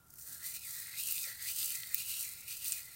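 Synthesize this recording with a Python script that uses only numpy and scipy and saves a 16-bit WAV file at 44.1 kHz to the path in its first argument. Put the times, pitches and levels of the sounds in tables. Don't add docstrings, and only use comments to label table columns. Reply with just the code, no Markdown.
import sys
import numpy as np
from scipy import signal
from scipy.fft import rfft, irfft, next_fast_len
from scipy.io import wavfile

SR = 44100
rng = np.random.default_rng(int(sys.argv[2]) if len(sys.argv) > 2 else 0)


def dump_mix(stems):
    frames = np.atleast_2d(stems).T
    limited = np.clip(frames, -1, 1)
    pcm = np.round(limited * 32767).astype(np.int16)
    wavfile.write(sys.argv[1], SR, pcm)


N = 130095
T = np.arange(N) / SR
USUAL_EFFORT_DB, USUAL_HOLLOW_DB = -44, -55
USUAL_HOLLOW_HZ, HOLLOW_WIDTH_HZ = 2240, 414


def from_db(db):
    return 10 ** (np.asarray(db) / 20)


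def unit_rms(x):
    return x / np.sqrt(np.mean(x ** 2) + 1e-20)


def per_sample(rows):
    times_s, *columns = np.transpose(rows)
    return [np.interp(T, times_s, column) for column in columns]


def drift(hz):
    r = np.exp(-2 * np.pi * hz / SR)
    return unit_rms(signal.lfilter([1], [1, -2 * r, r * r], rng.standard_normal(N + SR))[SR:])


def coloured(x, spectrum):
    hz, db = np.transpose(spectrum)
    size = 2 * next_fast_len(N)
    grid_hz = np.maximum(np.arange(size // 2 + 1) * SR / size, 1)
    gain = from_db(np.interp(np.log(grid_hz), np.log(hz), db))
    cepstrum = irfft(np.log(gain))
    response = np.exp(rfft(2 * cepstrum[:size // 2], size))
    return unit_rms(irfft(rfft(x, size) * response)[:N])


def resonance(hz, width_hz):
    r = np.exp(-np.pi * width_hz / SR)
    return (1 - r * r) / 2 * np.array([1, 0, -1]), [1, -2 * r * np.cos(2 * np.pi * hz / SR), r * r]


def gliding(x, hz, width_hz, block=128):
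    out, state = np.zeros(N), np.zeros(2)
    widths_hz = np.broadcast_to(width_hz, N)
    for i in range(0, N, block):
        b, a = resonance(hz[i], widths_hz[i])
        out[i:i + block], state = signal.lfilter(b, a, x[i:i + block], zi=state)
    return out


# (frequency [Hz], relative level [dB])
ROOM_SPECTRUM = [(20, -10.5), (42, -19.5), (68, -0.5), (85, -5), (110, -2.5), (145, -5.5), (190, -13),
                 (330, -19.5), (900, -21), (1800, -28.5), (3000, -30.5), (16000, -23.5)]
# (centre [Hz], width [Hz], level [dB])
HUM_BANDS = [(141.3, 8.1, -78.5), (1387, 50, -74.5)]


def kitchen(room_db=-65):
    out = from_db(room_db) * coloured(rng.standard_normal(N), ROOM_SPECTRUM)
    for hz, width_hz, db in HUM_BANDS:
        band = signal.lfilter(*resonance(hz, width_hz), rng.standard_normal(N + SR))[SR:]
        out += from_db(db) * unit_rms(band)
    return out


def fractures(push_db, usual_per_s=9000, spread_db=3.5, flurries_per_s=130, flurry_s=0.0021):
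    chance = np.clip(usual_per_s * from_db(0.73 * push_db) / SR, 1e-4, 1)
    sizes = from_db(spread_db * np.minimum(rng.exponential(1, N), 3.8))
    signs = rng.choice([-1, 1], N)
    onsets = (rng.random(N) < flurries_per_s / SR) * np.minimum(rng.exponential(1, N), 2)
    flurries = signal.lfilter([1], [1, -np.exp(-1 / (flurry_s * SR))], onsets + 1e-18)
    clicks = (rng.random(N) < chance) * sizes * signs / np.sqrt(chance)
    return unit_rms(clicks * (1 + 0.9 * flurries))


def friction(push_db, grit=0.98):
    return rng.standard_normal(N) + grit * fractures(push_db)


def hand_hollow(drive, hz, overtone_db=-5, flutter_db=1.5, flutter_hz=25):
    damping = hz / USUAL_HOLLOW_HZ
    main = gliding(drive, hz, HOLLOW_WIDTH_HZ * damping)
    main = unit_rms(gliding(main, hz, width_hz=1100) / np.sqrt(damping))
    main *= from_db(flutter_db * drift(flutter_hz))
    overtone_hz = 4290 * (hz / USUAL_HOLLOW_HZ) ** 0.18
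    overtone = gliding(drive, overtone_hz, width_hz=420)
    overtone = unit_rms(gliding(overtone, overtone_hz, width_hz=2600))
    overtone *= from_db(overtone_db + flutter_db * drift(flutter_hz))
    return main + overtone


# (time [s], relative level [dB])
RUB_EFFORT = [(0.0,-89), (0.09,-63.5), (0.178,-56.5), (0.187,-50.5), (0.335,-47), (0.39,-52.5), (0.435,-49),
              (0.463,-39), (0.535,-46), (0.558,-40), (0.575,-52.5), (0.61,-53), (0.64,-49), (0.69,-43.5),
              (0.80,-46), (0.95,-53), (1.0,-37), (1.025,-44.5), (1.1,-38), (1.14,-42), (1.22,-40),
              (1.31,-47.5), (1.34,-53.5), (1.39,-53), (1.5,-40.5), (1.55,-45.5), (1.585,-39), (1.63,-38),
              (1.735,-44.5), (1.76,-38), (1.78,-45.5), (1.89,-52), (1.94,-47.5), (1.995,-42.5), (2.05,-49),
              (2.095,-39), (2.16,-46), (2.205,-37), (2.24,-43.5), (2.30,-48), (2.43,-56), (2.465,-55.5),
              (2.485,-44), (2.515,-43.5), (2.59,-51.5), (2.685,-35), (2.705,-39.5), (2.785,-43.5),
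              (2.82,-52.5), (2.88,-55), (2.95,-54.5)]
# (time [s], pitch [Hz], relative level [dB])
HAND_RESONANCE = [(0.0,1840,-101), (0.32,1630,-63), (0.40,1640,-65.5), (0.455,2020,-54), (0.52,2230,-63.5),
                  (0.57,2520,-52.5), (0.60,2630,-65), (0.635,2480,-59), (0.68,1920,-59.5), (0.80,1860,-57),
                  (0.87,1970,-59), (0.93,2020,-57), (0.985,2460,-51), (1.04,3080,-54.5), (1.085,2730,-53),
                  (1.21,2650,-55.5), (1.255,2080,-54), (1.30,1910,-52.5), (1.375,1930,-62), (1.42,1980,-51),
                  (1.455,2050,-52.5), (1.49,2550,-47), (1.54,2970,-56.5), (1.62,2860,-48),
                  (1.68,2740,-55.5), (1.712,2700,-51), (1.74,2350,-54), (1.775,2060,-57),
                  (1.935,1990,-57.5), (1.965,2550,-54), (2.0,2800,-48.5), (2.05,2800,-56.5),
                  (2.11,2880,-50.5), (2.205,2860,-55.5), (2.24,2400,-55), (2.29,2200,-58.5),
                  (2.45,2300,-63), (2.51,2580,-51.5), (2.59,2730,-60), (2.66,2660,-54), (2.725,2500,-56.5),
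                  (2.79,2170,-55.5), (2.86,2160,-63.5), (2.95,2100,-61)]
# (frequency [Hz], relative level [dB])
CRACK_SPECTRUM = [(500, -30.5), (1100, -28.5), (2200, -36.5), (3200, -38.5), (4600, -13.5), (6000, -8),
                  (7400, -6), (8700, -4), (10300, -7), (13000, -4.5), (15600, -2)]
# (frequency [Hz], relative level [dB])
SLIDE_SPECTRUM = [(500, -24), (1000, -23), (1500, -16.5), (2400, -9), (3000, -9), (3800, 2.5), (4500, 2.5),
                  (5400, -2.5), (7400, -2.5), (8600, 2), (10300, -3.5), (13000, 3.5), (15600, 0.5)]


def rustle(crack_gain_db=2, slide_gain_db=-1.5, ring_gain_db=-1.5, snap_ring_db=7, dip_depth=0.25):
    effort_db, = per_sample(RUB_EFFORT)
    hollow_hz, hollow_db = per_sample(HAND_RESONANCE)
    push_db = effort_db - USUAL_EFFORT_DB
    slide_db = USUAL_EFFORT_DB + 0.41 * push_db + 0.78 * (hollow_db - USUAL_HOLLOW_DB)
    cracking = from_db(effort_db + crack_gain_db) * coloured(fractures(push_db), CRACK_SPECTRUM)
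    sliding = from_db(slide_db + slide_gain_db) * coloured(friction(push_db), SLIDE_SPECTRUM)
    ringing = from_db(hollow_db + ring_gain_db) * hand_hollow(friction(push_db), hollow_hz)
    snaps = stalk_snaps()
    snap_ringing = from_db(snap_ring_db) * gliding(snaps, hollow_hz, HOLLOW_WIDTH_HZ)
    out = cracking + sliding + ringing + snaps + snap_ringing
    dip_hz = 3107 * (hollow_hz / USUAL_HOLLOW_HZ) ** 0.47
    return out - dip_depth * gliding(out, dip_hz, width_hz=190)


# (delay [s], gain [dB])
POT_ECHOES = [(.0007, -12.5), (.0017, -14), (.0031, -12.5), (.0052, -16), (.0083, -17.5)]


def echoes(x, sway_s=0.00006, sway_hz=3.04):
    out = x.copy()
    for delay_s, db in POT_ECHOES:
        out += from_db(db) * np.interp(T - delay_s + sway_s * drift(sway_hz), T, x)
    return out


# (centre [Hz], width [Hz], gain [dB])
POT_BANDS = [(1390,118,8.5), (1510,330,-2.5), (2048,225,7), (2280,82,-11.5), (2460,180,4.5), (3220,250,0),
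             (8700,1200,2.5)]


def pot(x):
    for hz, width_hz, db in POT_BANDS:
        root_gain = np.sqrt(from_db(db))
        half_width = np.pi * width_hz / SR
        tuning = -2 * np.cos(2 * np.pi * hz / SR)
        b = [1 + half_width * root_gain, tuning, 1 - half_width * root_gain]
        a = [1 + half_width / root_gain, tuning, 1 - half_width / root_gain]
        x = signal.lfilter(b, a, x)
    return x


# (time [s], relative level [dB], pitch [Hz], splinter decay [s])
STALK_SNAPS = [(.1398,-37,14200,0.00036), (0.1856,-40.5,7200,.004), (.214,-42,6400,.002),
               (.2761,-33,13000,.0004), (0.464,-32,12000,.004), (.8708,-35,8900,.0005),
               (1.0362,-25.5,9600,0.00091), (1.0872,-26,9300,.0005), (1.124,-16.5,15200,.001),
               (1.163,-29,13000,.0015), (1.1808,-28.5,4540,.0015), (1.2409,-29,5200,.0012),
               (1.426,-34,14100,.0007), (1.4712,-32,13000,.0005), (1.6293,-30,4600,0.0032),
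               (1.7055,-29,13100,.0005), (1.7545,-28,7500,0.0036), (1.834,-33,4060,0.00039),
               (1.9457,-8.5,15900,0.00066), (2.722,-18.5,8400,0.00046), (2.728,-25.5,7300,0.0007)]


def stalk_snaps(gain_db=5.5, splinter_db=-23.5, broad_crack=0.11, low_cut_hz=1700, size=1024):
    out = np.zeros(N + size)
    for time_s, db, hz, decay_s in STALK_SNAPS:
        burst = from_db(splinter_db) * rng.standard_normal(size) * np.exp(-T[:size] / decay_s)
        burst[0] = 1
        b, a = resonance(hz, width_hz=1650)
        ring = signal.lfilter(b / b[0], a, burst) / 2
        start = int(time_s * SR)
        out[start:start + size] += from_db(db + gain_db) * (ring + broad_crack * burst)
    return signal.sosfilt(signal.butter(4, low_cut_hz, "high", fs=SR, output="sos"), out[:N])


# (time [s], pitch [Hz], relative level [dB])
SOFT_BUMPS = [(0.285, 268, -57.5), (1.266, 533, -59.5)]


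def bumps(rise_s=0.014):
    out = np.zeros(N)
    for time_s, hz, db in SOFT_BUMPS:
        age = np.maximum(T - time_s, 0) / rise_s
        b, a = resonance(hz, width_hz=240)
        puff = signal.lfilter(b, a, signal.lfilter(b, a, rng.standard_normal(N)))
        out += from_db(db) * age * np.exp(-age) * unit_rms(puff)
    return out


def scene():
    mono = pot(echoes(rustle())) + bumps() + kitchen()
    return np.tile(mono, (2, 1))


def record(dry):
    low_pass = signal.firwin(301, cutoff=15950, fs=SR)
    return signal.fftconvolve(dry, low_pass[None], "same", axes=1)


dry = scene()
out = record(dry)
dump_mix(out)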